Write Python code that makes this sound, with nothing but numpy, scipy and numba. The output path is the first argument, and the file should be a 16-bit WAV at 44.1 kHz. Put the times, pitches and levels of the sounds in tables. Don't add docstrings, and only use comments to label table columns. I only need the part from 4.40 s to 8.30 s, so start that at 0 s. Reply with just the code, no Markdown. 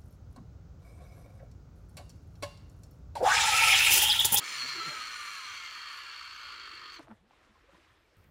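import sys
import numpy as np
from scipy import signal
from scipy.io import wavfile
from scipy.ndimage import uniform_filter1d
from numba import njit

SR = 44100
rng = np.random.default_rng(int(sys.argv[2]) if len(sys.argv) > 2 else 0)


def gain_from_db(level_db):
    decades = np.asarray(level_db, float) / 20
    return 10 ** decades


def digitize_waveform(pressure):
    field = np.atleast_2d(pressure).T
    bounded = np.clip(field, -1, 1)
    quanta = np.round(bounded * 32767).astype(np.int16)
    wavfile.write(sys.argv[1], SR, quanta)


N = 171990
T = np.arange(N) / SR

# time_s, turning_rate_per_s
SPOOL_SPEED = [(0, 112), (.05, 134), (.1, 150), (.225, 125.5), (.31, 138.5), (.42, 119.5), (.485, 126.5),
               (.61, 114), (.655, 117.5), (.71, 114), (.9, 107), (1.05, 94.6), (1.2, 84), (1.45, 71.5),
               (1.7, 62.3), (1.87, 60.2), (2.05, 55.3), (2.6, 45)]
# time_s, level_db, plate_ring_hz, open_side_facing_db
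REEL_AS_HEARD = [(0.0, -44, 4250, -34), (0.04, -41, 4350, -18), (0.07, -37, 4330, -12),
                 (0.22, -36, 4180, -15.5), (0.75, -40.5, 4187, -15.5), (1.08, -42, 4230, -13.5),
                 (1.24, -42.5, 4360, -17), (1.61, -44, 4400, -30), (2.03, -46, 4400, -17),
                 (2.04, -44.5, 4370, -31), (2.51, -47.5, 4430, -32), (2.54, -47, 4490, -13),
                 (2.57, -47, 4280, -17), (2.65, -84, 4120, -17), (2.68, -67, 4230, -24),
                 (2.7, -75, 4000, -23)]
# multiple_of_turning_rate, level_db
ORDER_TONES = [(6, -20), (7, -21), (13, -13.5), (14, -21), (15, -23), (16, -16), (17, -18), (19, -21),
               (21, -22), (24, -19), (26, -16), (27, -20), (30, -22), (32, -24), (35, -21), (37, -21),
               (38, -23), (39, -21), (40, -23), (42, -22), (43, -20)]
BALL_TONES_DB = [-19, -11, -20, -19]
# multiple_of_turning_rate, level_db, centre_s, half_length_s
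CHATTER = [
    (34, -5.5, .285, .14),
    (34, -11, .49, .065),
    (33, -13, .21, .05),
    (31, -9, .315, .045),
    (38, -11, .42, .05),
    (38, -11, .65, .05),
    (29, -13, .11, .04),
    (35, -12, .39, .04),
]
# pitch_hz, width_hz, level_db, slope_db_per_octave_of_speed
FRAME_MODES = [(1255, 450, 2.6, -2), (1710, 374, -2, 1.5), (2117, 434, -1, 3), (2647, 216, -3.5, -3.5),
               (3176, 102, 1, -1.5), (5190, 240, -25, 21.5), (6064, 114, -6.5, 1.5), (7070, 160, -11.5, 8),
               (9200, 770, -21.5, 6), (12300, 700, -31, 0), (8100, 110, -20, 2), (11200, 1100, -25.5, 3)]
# start_s, peak_db
SNAGS = [(0.0498, -50), (0.0922, -41), (0.404, -42), (0.6979, -42), (0.844, -45), (0.8645, -41),
         (0.9458, -52), (1.063, -58), (1.1448, -54), (1.1927, -45), (1.2451, -53), (1.3324, -46),
         (1.3983, -43), (1.4836, -52), (1.5544, -56), (1.5784, -59), (1.6088, -70), (1.8014, -57),
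         (1.8532, -43), (1.9804, -66), (2.0757, -60), (2.1531, -59), (2.3511, -47), (2.4249, -59),
         (2.533, -59), (2.5935, -48)]
# centre_s, pitch_hz, length_s, glide_octaves
KNOCKS = [(.03, 1270, .035, 0), (.255, 1290, .03, -.1), (.25, 255, .05, 0), (.363, 375, .03, -.1),
          (.387, 335, .04, 0), (.42, 400, .04, .1), (.4825, 155, .045, -.4), (.4825, 310, .045, -.4),
          (.52, 600, .035, 0), (.535, 880, .05, 0), (1.12, 95, .05, 0), (2.598, 320, .02, -.2),
          (2.6, 680, .02, 0), (2.63, 280, .03, 0), (2.65, 130, .04, 0), (2.678, 650, .018, 0),
          (2.7, 330, .03, 0), (2.718, 220, .04, -.1), (2.716, 900, .01, 0), (2.84, 200, .13, .9),
          (2.912, 800, .008, 0), (2.936, 1050, .012, 0), (3.16, 1050, .02, 0), (3.295, 550, .022, 0),
          (3.335, 350, .02, 0), (3.345, 180, .03, 0), (3.35, 1000, .012, 0), (3.39, 330, .03, 0),
          (2.73, 105, .12, 0), (3.11, 215, .05, 0)]
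KNOCK_LEVELS_DB = [-42.5, -45, -54.5, -49, -47, -53, -47.5, -51, -51, -53, -63.5, -46, -50, -60, -60, -56,
                   -55, -46, -55, -68, -60, -62, -62, -58, -62, -62, -59, -62, -64, -65]
RUSTLE_TIMES_S = [.02, .5, 2.62, 2.71, 2.94, 3.05, 3.2, 3.34, 3.44, 3.58, 3.78]
# level_db, length_s
RUSTLE_SWELLS = [(-52, 0.047), (-53.5, 0.3), (-59.5, 0.063), (-73, 0.15), (-69.5, 0.15), (-67.5, 0.12),
                 (-69, 0.18), (-67, 0.11), (-66.5, 0.18), (-72, 0.15), (-70.5, 0.29)]
# pitch_hz, level_db_per_hz
CLOTH_SPECTRUM = [(150, -32), (250, -9), (357, -1), (434, -10.5), (640, -16), (1110, -9.5), (2190, -10.5),
                  (12000, -36.5), (15600, -60), (22000, -120)]
# pitch_hz, level_db
AIR_SPECTRUM = [(71, 0), (120, 1.5), (183, -8.5), (384, -3.5), (469, 3), (807, -5), (967, -2), (2030, -8),
                (14500, -29)]
# start_s, level_db
GUST_TICKS = [
    (3.768, -62),
    (3.785, -72),
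    (3.842, -60),
]
# centre_s, pitch_hz, width_hz, level_db, length_s
SQUEAKS = [
    (2.54, 6500, 3000, -64, .03),
    (2.555, 12100, 250, -75, .02),
    (2.63, 8700, 400, -78, .05),
    (2.63, 6500, 1200, -76, .06),
]
# start_s, level_db
TAPS = [(2.594, -42), (2.6, -42), (2.607, -44), (2.672, -48), (2.683, -43), (2.714, -41.5), (2.722, -52),
        (2.909, -52), (2.936, -53), (2.956, -57), (3.18, -68), (3.333, -58), (3.349, -56), (3.392, -67),
        (3.498, -69)]

SPEED_JITTER, WOBBLE, FLUTTER_DB = .004, 0.22, 0.59
GRAINS_PER_S, GRAIN_SPREAD_DB = 11000, 3.5
BALLS_PER_TURN, TONES_DB, TONE_WANDER_DB, FINE_ORDERS_DB = 5.44, -5, 3.5, -24
TONE_CUT_HZ = 950
BALLS_LOADED_S, BALL_SURGE_S, BALL_SURGE_LEN_S, BALL_SURGE_DB = .36, .43, .06, 6
REBOUND_S, REBOUND_LEN_S, IMBALANCE_DB, STOP_S = .31, .17, -33, 2.66
PLATE_WIDTH_HZ, PLATE_DB, PLATE_DB_PER_OCTAVE = 230, 3.5, -3.5
BETWEEN_HZ, BETWEEN_DB, BETWEEN_DB_PER_OCTAVE = 3450, -9.5, -4.5
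ABOVE_DB, ABOVE_DB_PER_OCTAVE = -17.5, 3
SPRAY_DB, SPRAY_HZ, SPRAY_DB_PER_OCTAVE = -33.5, 10000, 6
LOW_CUT_HZ, UNDERTONE_DB, UNDERTONE_DB_PER_OCTAVE = 1088, -23.5, 4
GRIP_HZ, GRIP_WIDTH_HZ, GRIP_DB = 336, 150, -26
THUMB_S, THUMB_LEN_S, THUMB_DB = 2.44, 0.42, 20
AIR_DB, AIR_TOP_HZ = -70.5, 14900
WIND_DB, WIND_HZ = -73.5, 91
GUST_S, GUST_DB, GUST_HZ, FIZZ_DB, FIZZ_HZ = 3.765, -64, 150, -79, 10800
SCUFF_DB, SCUFF_HZ = -13, 1290
SNAG_LOSS_DB, SNAG_S = -6, .0012
TAP_HZ, TAP_WIDTH_HZ = 800, 620
PORT_DIP_HZ, PORT_DIP_WIDTH_HZ, PORT_DIP = 10560, 1700, 0.37


def rms_one(x):
    return x / np.sqrt(np.mean(x ** 2) + 1e-20)


def in_time(rows):
    s, *columns = np.transpose(rows)
    return [np.interp(T, s, c) for c in columns]


def drift(rate_hz):
    r = np.exp(-80 * np.pi * rate_hz / SR)
    noise = rng.standard_normal(N // 40 + 2002)
    slow = signal.lfilter([1], [1, -2 * r, r * r], noise)[2000:]
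    return np.interp(np.arange(N) / 40, np.arange(len(slow)), rms_one(slow))


def cut(x, hz, kind, order=2):
    return signal.sosfilt(signal.butter(order, hz, kind, fs=SR, output="sos"), x)


def bell(centre_s, length_s):
    return np.exp(-4 * ((T - centre_s) / length_s) ** 2)


def plateau(centre_s, half_s):
    return np.exp(-((T - centre_s) / half_s) ** 4)


@njit
def resonance(x, hz, width_hz):
    y, r = np.zeros(len(x)), np.exp(-np.pi * width_hz / SR)
    for i in range(2, len(x)):
        drive = (1 - r * r) / 2 * (x[i] - x[i - 2])
        y[i] = drive + 2 * r * np.cos(2 * np.pi * hz[i] / SR) * y[i - 1] - r * r * y[i - 2]
    return y


def steady_resonance(x, hz, width_hz):
    return resonance(x, np.full(N, float(hz)), float(width_hz))


def twice(x, hz, width_hz):
    wide = 1.5 * width_hz
    return resonance(resonance(x, hz, wide), hz, wide)


def grains(per_s, spread_db):
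    size = gain_from_db(spread_db * np.minimum(rng.exponential(1, N), 4.2)) * rng.choice([-1, 1], N)
    return rms_one(size * (rng.random(N) < per_s / SR))


def banded(source, spectrum, patchy_db):
    out, edges = 0, 22 * 2 ** np.arange(0, 9.9, .5)
    hz, db = np.transpose(spectrum)
    for k, (low, high) in enumerate(zip(edges, edges[1:])):
        level_db = np.interp(np.log(low * high) / 2, np.log(hz), db)
        band = cut(np.roll(source, 5000 * k), [low, high], "band")
        out = out + gain_from_db(level_db + patchy_db * drift(10)) * band
    return rms_one(out)


def spool_whine(angle):
    tones = ORDER_TONES + [(BALLS_PER_TURN * k, db) for k, db in enumerate(BALL_TONES_DB, 1)]
    tones += [(k, FINE_ORDERS_DB + 2 * rng.standard_normal()) for k in range(45, 95, 2)]
    wander = [gain_from_db(TONE_WANDER_DB * drift(22)) for _ in range(6)]
    loaded = np.clip(1 + 40 * (T - BALLS_LOADED_S - .02), .3, 1)
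    loaded = loaded * gain_from_db(BALL_SURGE_DB * plateau(BALL_SURGE_S, BALL_SURGE_LEN_S))
    whine = np.zeros(N)
    for order, db, s, half in CHATTER:
        whine += gain_from_db(db) * plateau(s, half) * np.cos(order * angle)
    for k, (order, db) in enumerate(tones):
        load = loaded if order % 1 else 1
        level = gain_from_db(db + TONES_DB) * load * np.roll(wander[k % 6], 9000 * k)
        whine += level * np.cos(order * angle + rng.uniform(0, 6.7))
    return cut(whine, TONE_CUT_HZ, "high", order=6)


def frame_ring(rub, hiss, whine, octaves, plate_hz, facing_db):
    drive = rub + whine
    plate_db = PLATE_DB + PLATE_DB_PER_OCTAVE * octaves + 0.7 * drift(6)
    body = gain_from_db(plate_db) * twice(drive, plate_hz, PLATE_WIDTH_HZ)
    between = cut(hiss, BETWEEN_HZ, "low", order=6) + cut(whine, 1.27 * BETWEEN_HZ, "low")
    body += gain_from_db(BETWEEN_DB + BETWEEN_DB_PER_OCTAVE * octaves) * between
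    above = cut(hiss, [4000, 7500], "band", order=3)
    body += gain_from_db(ABOVE_DB + ABOVE_DB_PER_OCTAVE * octaves) * above
    body += gain_from_db(SPRAY_DB + SPRAY_DB_PER_OCTAVE * octaves) * cut(hiss, SPRAY_HZ, "high")
    for hz, width_hz, db, slope_db in FRAME_MODES:
        tipped, facing = np.ones(N), 0
        if 5500 < hz < 6500:
            tipped, facing = plate_hz / 4300, facing_db + 18
        wander_db = (1.0 if hz < 7500 else 2.5) * drift(3.2)
        level_db = db + slope_db * octaves + facing + wander_db
        body += gain_from_db(level_db) * twice(drive, hz * tipped, float(width_hz))
    return cut(body, LOW_CUT_HZ, "high", order=4)


def grip_undertone(drive, hiss, octaves, angle):
    low = gain_from_db(UNDERTONE_DB + UNDERTONE_DB_PER_OCTAVE * octaves) * cut(hiss, [200, LOW_CUT_HZ], "band")
    thumb_db = THUMB_DB * plateau(THUMB_S, THUMB_LEN_S)
    low += gain_from_db(GRIP_DB + thumb_db) * twice(drive, np.full(N, float(GRIP_HZ)), GRIP_WIDTH_HZ)
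    low += gain_from_db(IMBALANCE_DB) * plateau(REBOUND_S, REBOUND_LEN_S) * np.cos(angle)
    return low


def reel():
    speed, = in_time(SPOOL_SPEED)
    level_db, plate_hz, facing_db = in_time(REEL_AS_HEARD)
    speed = uniform_filter1d(speed, size=SR // 40) * (1 + SPEED_JITTER * drift(15))
    angle, octaves = 2 * np.pi * np.cumsum(speed) / SR, np.log2(speed / 80)
    throb = 1 + WOBBLE * np.cos(angle) + WOBBLE * np.cos(2 * angle + 1)
    rub = throb * grains(GRAINS_PER_S, GRAIN_SPREAD_DB)
    hiss = throb * grains(GRAINS_PER_S, GRAIN_SPREAD_DB)
    whine = spool_whine(angle)
    body = frame_ring(rub, hiss, whine, octaves, plate_hz, facing_db)
    low = grip_undertone(rub + whine, hiss, octaves, angle)
    power = uniform_filter1d(body ** 2, size=SR // 3)
    stop = np.clip(20 * (STOP_S - T), 0, 1) ** .5
    return stop * gain_from_db(level_db + FLUTTER_DB * drift(55)) * (body + low) / np.sqrt(power)


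def open_air():
    air = banded(rng.standard_normal(N), AIR_SPECTRUM, patchy_db=3.5)
    return gain_from_db(AIR_DB) * cut(air, AIR_TOP_HZ, "low", order=12)


def wind():
    calm = rms_one(cut(rng.standard_normal(N), [35, WIND_HZ], "band"))
    calm = gain_from_db(WIND_DB + 2 * drift(0.66)) * calm
    gust = rms_one(cut(rng.standard_normal(N), [50, GUST_HZ], "band"))
    gust = gain_from_db(GUST_DB + 1.4 * drift(28)) * gust
    fizz = gain_from_db(FIZZ_DB) * rms_one(cut(grains(1500, 1.8), FIZZ_HZ, "high", order=4))
    on = np.clip((T - GUST_S) / 0.0033, 0, 1)
    clicks = np.zeros(N)
    for s, db in GUST_TICKS:
        i = int(s * SR)
        clicks[i:i + 200] = gain_from_db(db) * np.exp(-np.arange(200) / 60) * rng.standard_normal(200)
    return calm + on * (gust + fizz) + cut(clicks, 6000, "high")


def jacket():
    swell = np.zeros(N)
    for s, (db, length) in zip(RUSTLE_TIMES_S, RUSTLE_SWELLS):
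        swell += gain_from_db(db) * bell(s, length)
    return swell * banded(grains(8000, 4.45), CLOTH_SPECTRUM, patchy_db=1.5)


def knocks():
    out, rough = np.zeros(N), 1 + 0.12 * drift(83)
    grit = gain_from_db(SCUFF_DB) * rms_one(cut(grains(3700, 0.83), [150, SCUFF_HZ], "band", order=3))
    for (s, hz, length, glide), db in zip(KNOCKS, KNOCK_LEVELS_DB):
        near = np.abs(T - s) < 1.5 * length
        u = (T[near] - s) / length
        bend = np.cos(2 * np.pi * hz * length * u * (1 + .35 * glide * u))
        out[near] += gain_from_db(db) * np.exp(-5 * u * u) * (rough[near] * bend + grit[near])
    return out


def snags():
    out, t = np.zeros(N + 300), np.arange(300) / SR
    for s, db in SNAGS:
        i = int(s * SR)
        out[i:i + 300] = gain_from_db(db + SNAG_LOSS_DB) * np.exp(-t / SNAG_S) * rng.standard_normal(300)
    return cut(out[:N], [6500, 11500], "band")


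def squeaks():
    out, noise = np.zeros(N), rng.standard_normal(N)
    for s, hz, width_hz, db, length in SQUEAKS:
        out += gain_from_db(db) * bell(s, length) * rms_one(steady_resonance(noise, hz, width_hz))
    return out


def taps():
    clicks = np.full(N, 1e-18)
    for s, db in TAPS:
        clicks[int(s * SR)] = -gain_from_db(db) * SR / (np.pi * TAP_WIDTH_HZ)
    return steady_resonance(cut(clicks, 1800, "low"), TAP_HZ, TAP_WIDTH_HZ)


def scene():
    machine = reel() + snags() + squeaks()
    hands = knocks() + taps() + jacket()
    return (machine + hands + wind() + open_air())[None]


def roll_off(x):
    return signal.sosfilt(signal.butter(12, 15730, fs=SR, output="sos"), x)


def record(dry):
    dipped = dry - PORT_DIP * steady_resonance(dry[0], PORT_DIP_HZ, PORT_DIP_WIDTH_HZ)
    return roll_off(dipped)


dry = scene()
out = record(dry)
digitize_waveform(out)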